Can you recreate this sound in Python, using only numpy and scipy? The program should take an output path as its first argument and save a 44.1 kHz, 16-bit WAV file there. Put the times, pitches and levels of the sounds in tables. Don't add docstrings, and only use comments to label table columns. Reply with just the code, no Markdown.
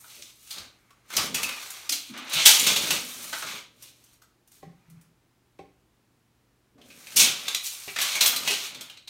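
import sys
import numpy as np
from scipy import signal
from scipy.fft import rfft, irfft
from scipy.io import wavfile

SR = 44100
rng = np.random.default_rng(int(sys.argv[2]) if len(sys.argv) > 2 else 0)


def dump_mix(stems):
    frames = np.atleast_2d(stems).T
    limited = np.clip(frames, -1, 1)
    pcm = np.round(limited * 32767).astype(np.int16)
    wavfile.write(sys.argv[1], SR, pcm)


N = 400869
T = np.arange(N) / SR

# frequency_hz, density_db
AIR_SPECTRUM = [(25, -22.5), (55, -14), (90, -19), (330, -19), (520, -27.5), (1100, -29.5), (16000, -44.5)]
# start_s, end_s, level_db, swell_db, flex_db, fizz_db
BLADE_STROKES = [ (0, 0.083, -70.5, 0, 4.5, 15), (0.104, 0.308, -51.5, -8.5, -13, -4),
                 (0.354, 0.51, -61.5, 12, -11, 3.5), (0.538, 0.65, -49.5, -5, -5, -9.5),
                 (.72, 1.06, -77, -4, 5.5, -2), (1.131, 1.265, -35.5, 1.5, -6, -7.5),
                 (1.375, 1.58, -42, -9.5, -2, -5.5), (1.604, 1.874, -46, -6.5, -6, -5.5),
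                 (1.967, 2.096, -45.5, -4, -16.5, -8), (2.15, 2.33, -43, -2, -0.5, -27),
                 (2.333, 2.435, -22, 3, -14.5, -17), (2.495, 2.656, -25, -6, -15, -7.5),
                 (2.692, 2.735, -24, -1.5, -11, -10), (2.825, 2.979, -31, -2, -7.5, -6.5),
                 (3.01, 3.412, -44.5, 0.5, -8, -0.5), (3.473, 3.589, -38, -6.5, -7, -11.5),
                 (3.716, 3.8, -73, 7, -3.5, 0.5), (3.825, 3.896, -52, -3, -16.5, -6.5),
                 (3.949, 4.161, -67, -2, -9, -3), (4.53, 4.61, -68, -8, -7, 4),
                 (4.697, 5.043, -78.5, -2.5, 4.5, -6.5), (6.85, 7.144, -56.5, 16.5, -5, -0.5),
                 (7.225, 7.29, -23.5, -2, -14.5, -22), (7.32, 7.56, -38.5, 3, -10.5, -12),
                 (7.648, 7.671, -36, 8.5, -19, 1.5), (7.716, 7.96, -48.5, -4, -9, 1.5),
                 (8.005, 8.146, -28, -1, -12, -11), (8.221, 8.454, -35, -15, -6, -10),
                 (8.46, 8.672, -33.5, -5, -13.5, -10.5), (8.718, 8.97, -53, -12.5, -5.5, -30)]
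# frequency_hz, gain_db
BLADE_RESPONSE = [(180, -41.5), (300, -18.5), (737, -8.5), (1510, -7), (1870, -9), (2210, -3), (3640, -0.5),
                  (4230, -0.5), (4910, -4.5), (6200, -1.5), (7950, -7), (8940, -7), (10600, -13),
                  (13800, -11.5), (16000, -19.5)]
# centre_hz, width_hz, strength_db
SPAN_RESONANCES = [(1225, 150, -2.5), (2230, 1200, -4), (3500, 1800, -4.5)]
# start_s, level_db, fizz_db, decay_s, ring_hz
BLADE_IMPACTS = [ (0.042, -48.5, -18, .006, 1260), (0.222, -38, -9, 0.0049, 5700),
                 (0.504, -36.5, -2.5, 0.021, 4500), (.582, -33, -12, 0.0062, 4450),
                 (0.905, -54.5, -5, 0.0061, 1100), (1.101, -43, -2, .011, 1440),
                 (1.166, -16, -1.5, 0.0059, 5100), (1.174, -27.5, -16, 0.025, 1194),
                 (1.342, -24, -1, .016, 2540), (1.430, -23, -2, 0.008, 2520),
                 (1.490, -27.5, -9, 0.0074, 2360), (1.892, -21, -5, 0.0084, 5000),
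                 (1.919, -25, -0.5, .017, 4170), (2.174, -37, -7.5, 0.0091, 3050),
                 (2.329, -30, 2.5, .018, 3750), (2.452, -8.5, -1.5, 0.031, 3420),
                 (2.593, -21, 1, .011, 6840), (2.663, -16, -5, 0.019, 3440),
                 (2.758, -18.5, -8.5, 0.018, 3480), (2.904, -17.5, -4, 0.0093, 2800),
                 (3.326, -28, -12, 0.016, 1410), (3.419, -33, -10, 0.022, 1290),
                 (4.216, -58.5, 1.5, 0.013, 1310), (4.622, -60, -11, 0.024, 1900),
                 (5.588, -52, -20, 0.0075, 2200), (6.776, -64, -12, .03, 710),
                 (6.813, -53.5, -12, 0.011, 3150), (6.898, -49.5, -20.5, 0.019, 2550),
                 (7.068, -40, -9, 0.0087, 2300), (7.158, -17.5, .5, 0.042, 5800),
                 (7.192, -14.5, -11, 0.029, 6500), (7.48, -20.5, -8.5, 0.0065, 3740),
                 (7.546, -17, -10, 0.0046, 3800), (7.877, -35.5, -23, 0.017, 2310),
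                 (7.959, -26, -16, 0.014, 1950), (7.985, -24, -9, 0.0095, 2170),
                 (8.013, -28, 4.5, 0.014, 1660), (8.150, -23.5, -7.5, 0.018, 2260),
                 (8.206, -14.5, -5, 0.017, 4070), (8.256, -18.5, 0, .017, 3380),
                 (8.361, -24.5, 0, 0.0074, 4240), (8.473, -20, -8, 0.014, 2580),
                 (8.503, -23.5, -8, 0.019, 2920), (8.745, -36.5, -8, 0.0086, 3750),
                 (8.808, -35.5, -3, 0.0093, 3340), (8.896, -40.5, -12, 0.012, 3070),
                 (8.972, -41.5, -24, 0.005, 4030), (9.073, -40.5, -10, 0.018, 3900)]
# start_s, level_db
EDGE_TICKS = [(1.702, -40), (2.245, -59), (2.295, -44), (3.823, -46), (4.038, -60.5), (4.13, -62.5),
              (4.474, -61.5), (4.516, -58), (4.898, -62.5), (5.011, -62)]
# start_s, end_s, level_db
WORKTOP_DRAGS = [(0.182, .24, -62), (0.585, 0.642, -59), (1.167, 1.458, -48), (2.63, 2.98, -43.5),
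                 (3.04, 3.08, -52.5), (3.17, 3.297, -55), (3.437, 3.566, -53), (3.7, 4.02, -72),
                 (6.77, 7.046, -62), (7.176, 7.293, -45.5), (7.39, 7.525, -60.5), (8.347, 8.553, -52),
                 (8.724, 8.83, -57)]
# frequency_hz, gain_db
CABINET_RESPONSE = [(18, -49), (30, -22.5), (133, -5), (161, 0), (194, -0.5), (259, 4), (297, -2),
                    (479, -2.5), (516, -6.5), (600, -1.5), (780, -36), (1320, -120)]
# start_s, force_db, contact_s
HAND_KNOCKS = [(0.596, 25, 0.032), (1.177, 28.5, 0.018), (1.35, 25, 0.023), (2.712, 39, 0.055),
               (4.629, 1.5, 0.0004), (5.592, 3.5, 0.0006), (7.875, 2.5, 0.00094)]
# frequency_hz, gain_db, t60_s
WORKTOP_MODES = [(50.6, -76, .35), (76.7, -61.5, 0.2), (105, -61, 0.27), (175, -52.5, 0.14),
                 (279.6, -50.5, 0.13), (387, -46.5, 0.17), (425, -52, 0.17), (476, -45.5, 0.046),
                 (590, -43.5, 0.053), (736, -50.5, .15), (794, -44.5, 0.12), (1078, -48.5, 0.084)]
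# start_s, length_s, pitch_hz, level_db
STICK_SLIPS = [(1.342, 0.031, 2475, -36.5), (1.432, 0.03, 2556, -30), (1.475, 0.14, 2500, -47),
               (1.895, 0.078, 276, -51), (2.093, 0.043, 261, -42), (2.142, .14, 259.4, -52.5),
               (2.345, 0.045, 163.6, -43.5), (4.635, 0.088, 167.4, -50.5), (4.86, .18, 163, -54.5),
               (7.985, 0.071, 14250, -44), (8.208, 0.11, 14300, -30), (8.33, .07, 14170, -41),
               (8.49, 0.055, 413, -44.5)]
# frequency_hz, t60_s
ROOM_DECAY = [(120, 0.54), (500, 0.41), (1500, 0.35), (3500, 0.4), (7000, 0.31), (14000, 0.26)]


def gain_of(db):
    return 10 ** (np.asarray(db) / 20)


def unit_rms(x):
    return x / np.sqrt(np.mean(x ** 2) + 1e-20)


def curve_at(points, hz):
    table_hz, values = np.transpose(points)
    return np.interp(np.log(hz + 1), np.log(table_hz + 1), values)


def add(mix, start_s, sound):
    part = mix[max(round(start_s * SR), 0):][:len(sound)]
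    part += sound[:len(part)]


def colour(x, response, size=4096):
    hz = abs(np.fft.fftfreq(size, 1 / SR))
    log_gain = np.log(np.maximum(response(hz), 1e-5))
    taps = np.fft.ifft(np.exp(np.conj(signal.hilbert(log_gain)))).real[:size // 2]
    return signal.oaconvolve(x, taps / np.linalg.norm(taps))[:N]


def wander(cutoff_hz):
    hz = np.fft.rfftfreq(N, 1 / SR)
    return unit_rms(irfft(rfft(rng.standard_normal(N)) / (1 + (hz / cutoff_hz) ** 4), N))


def background(air_db=-68, hum_db=-73.5, hum_hz=119.6):
    air = colour(rng.standard_normal(N), lambda hz: gain_of(curve_at(AIR_SPECTRUM, hz)))
    hum = unit_rms(np.sin(2 * np.pi * hum_hz * T))
    return gain_of(air_db) * air + gain_of(hum_db) * hum


def stroke(start_s, end_s, swell_db, attack_s=.018, release_s=.015):
    outside = np.maximum(start_s - T, 0) / attack_s + np.maximum(T - end_s, 0) / release_s
    swell = gain_of(np.interp(T, [start_s, end_s], [-swell_db / 2, swell_db / 2]))
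    return np.exp(-np.minimum(outside, 20)) * swell


def slide_forces(clang_db=-4.5):
    forces = np.zeros((3, N))
    for start_s, end_s, level_db, swell_db, flex_db, fizz_db in BLADE_STROKES:
        envelope = gain_of(level_db) * stroke(start_s, end_s, swell_db)
        forces += np.outer(gain_of([flex_db, clang_db, fizz_db]), envelope)
    return forces


def roughness(per_s, spread_db, smooth):
    sizes = gain_of(spread_db * np.minimum(rng.exponential(1, N), 4))
    impulses = sizes * rng.choice([-1, 1], N) * (rng.random(N) < per_s / SR)
    return unit_rms(unit_rms(impulses) + smooth * rng.standard_normal(N))


def steel_band(hz, low_hz, high_hz, modes):
    peaks = sum(gain_of(db) / (1 + (2 * (hz - centre) / width) ** 2) for centre, width, db in modes)
    band = np.sqrt((1 - 1 / (1 + (hz / low_hz) ** 10)) / (1 + (hz / high_hz) ** 10))
    return gain_of(curve_at(BLADE_RESPONSE, hz)) * (1 + peaks) * band


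def blade(forces, contacts_per_s, smooth, modes=(), edges_hz=(1, 2050, 4700, 8800, SR)):
    flex, clang, fizz = forces
    shine = gain_of(1) * np.sqrt(clang * fizz)
    out = np.zeros(N)
    for force, low_hz, high_hz in zip((flex, clang, shine, fizz), edges_hz, edges_hz[1:]):
        drive = force * roughness(contacts_per_s, spread_db=3.5, smooth=smooth)
        out += colour(drive, lambda hz: steel_band(hz, low_hz, high_hz, modes))
    return out


def blow(decay_s):
    t, rise_s = np.arange(SR // 3) / SR, .3 * decay_s
    return np.minimum(t / rise_s, 1) * np.exp(-np.maximum(t - rise_s, 0) / decay_s)


def scrape(forces, judder_db=.78, snags_per_s=20, snag_db=-4.5):
    onsets = 1. * (rng.random(N) < snags_per_s / SR)
    snags = signal.oaconvolve(onsets, blow(decay_s=.00707))[:N]
    grip = gain_of(judder_db * wander(cutoff_hz=18)) * (1 + gain_of(snag_db) * snags)
    return blade(forces * grip, contacts_per_s=1400, smooth=.61, modes=SPAN_RESONANCES)


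def pings(clang, per_s=70, gain_db=-9, t60_s=.06, low_hz=1500, high_hz=5900):
    out, t = np.zeros(N), np.arange(SR // 6) / SR
    for when, pitch, size in rng.random((round(per_s * N / SR), 3)):
        onset = int(when * N)
        hz = low_hz * (high_hz / low_hz) ** pitch
        envelope = gain_of(gain_db + curve_at(BLADE_RESPONSE, hz) - 60 * t / t60_s)
        add(out, onset / SR, 2 * size * clang[onset] * envelope * np.sin(2 * np.pi * hz * t))
    return out


def impact_forces(tick_shares_db=(-8.5, -3.5, 6.5), tick_decay_s=.009):
    impacts = []
    for start_s, level_db, fizz_db, decay_s, ring_hz in BLADE_IMPACTS:
        flex_db = -12.5 - 6.5 * np.log2(ring_hz / 3000)
        impacts.append((start_s, level_db, (flex_db, 0, fizz_db), decay_s))
    impacts += [(start_s, level_db, tick_shares_db, tick_decay_s) for start_s, level_db in EDGE_TICKS]
    forces = np.zeros((3, N))
    for start_s, level_db, shares_db, decay_s in impacts:
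        for force, share_db in zip(forces, shares_db):
            add(force, start_s, gain_of(level_db + share_db) * blow(decay_s))
    return forces


def clacks(forces, clang_db=-3):
    return blade(forces * gain_of([[0], [clang_db], [0]]), contacts_per_s=4500, smooth=.58)


def rings(gain_db=-5.5, quality=9, level_slope=.85):
    out = np.zeros(N)
    for start_s, level_db, _, decay_s, ring_hz in BLADE_IMPACTS:
        envelope = blow(decay_s)
        drive = envelope * rng.standard_normal(len(envelope))
        ring = signal.lfilter(*signal.iirpeak(ring_hz, quality, SR), drive)
        ring *= np.linalg.norm(envelope) / np.linalg.norm(ring)
        add(out, start_s, gain_of(level_slope * level_db + gain_db) * ring)
    return out


def rumble(impact_flex, slide_flex, thud_db=-18, rub_db=-21):
    drag = sum(gain_of(db) * stroke(start_s, end_s, swell_db=-5) for start_s, end_s, db in WORKTOP_DRAGS)
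    force = gain_of(thud_db) * impact_flex + gain_of(rub_db) * slide_flex + drag
    drive = force * roughness(per_s=510, spread_db=5, smooth=.55)
    return colour(drive, lambda hz: gain_of(curve_at(CABINET_RESPONSE, hz)))


def knocks():
    out, t = np.zeros(N), np.arange(SR // 2) / SR
    for start_s, force_db, contact_s in HAND_KNOCKS:
        for hz, mode_db, t60_s in WORKTOP_MODES:
            envelope = gain_of(force_db + mode_db - 60 * t / t60_s)
            mode = envelope * np.sin(2 * np.pi * hz * t) * rng.choice([-1, 1])
            add(out, start_s, mode / (1 + (hz * contact_s) ** 2))
    return out


def squeaks(shake_db=4.5, waver_at_1khz_hz=37):
    out = np.zeros(N)
    drift = wander(cutoff_hz=115)
    grip = gain_of(shake_db * wander(cutoff_hz=70))
    for start_s, length_s, pitch_hz, level_db in STICK_SLIPS:
        waver_hz = waver_at_1khz_hz * (pitch_hz / 1000) ** .45
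        span = slice(round(start_s * SR), round((start_s + length_s) * SR))
        phase = 2 * np.pi * np.cumsum(pitch_hz + waver_hz * drift[span]) / SR
        tone = np.sin(phase) * grip[span] * signal.windows.tukey(len(phase), .7)
        add(out, start_s, gain_of(level_db) * unit_rms(tone))
    return out


def reflections(x, gap_s=.003, density=.1):
    echoes = rng.choice([-1., 1.], SR) * (rng.random(SR) < density) * (T[:SR] > gap_s)
    hz, t, spectrum = signal.stft(echoes, SR, nperseg=256)
    decay = gain_of(-60 * t / curve_at(ROOM_DECAY, hz)[:, None])
    tail = signal.istft(spectrum * decay, SR, nperseg=256)[1]
    return signal.fftconvolve(x, tail / np.linalg.norm(tail))[:N]


def room(x, wet_db, movement_hz, places=4):
    weights = np.array([wander(movement_hz) for _ in range(places)])
    weights /= np.linalg.norm(weights, axis=0)
    reverberation = sum(reflections(x * weight) for weight in weights)
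    wet = gain_of(wet_db)
    return (x + wet * reverberation) / np.hypot(1, wet)


def scene():
    impacts, slides = impact_forces(), slide_forces()
    tape = clacks(impacts) + rings() + scrape(slides) + pings(clang=slides[1])
    tape = room(tape, wet_db=-1.5, movement_hz=22)
    worktop = rumble(impact_flex=impacts[0], slide_flex=slides[0]) + knocks() + squeaks()
    worktop = room(worktop, wet_db=-5.5, movement_hz=3)
    return (tape + worktop + background())[None]


def record(dry, low_hz=32, high_hz=15900):
    highpass = signal.butter(2, low_hz, "high", fs=SR, output="sos")
    lowpass = signal.firwin(511, high_hz, window=("kaiser", 10), fs=SR)
    clipped = np.clip(signal.sosfilt(highpass, dry), -1, 1)
    return signal.oaconvolve(clipped, lowpass[None], "same")


dry = scene()
out = record(dry)
dump_mix(out)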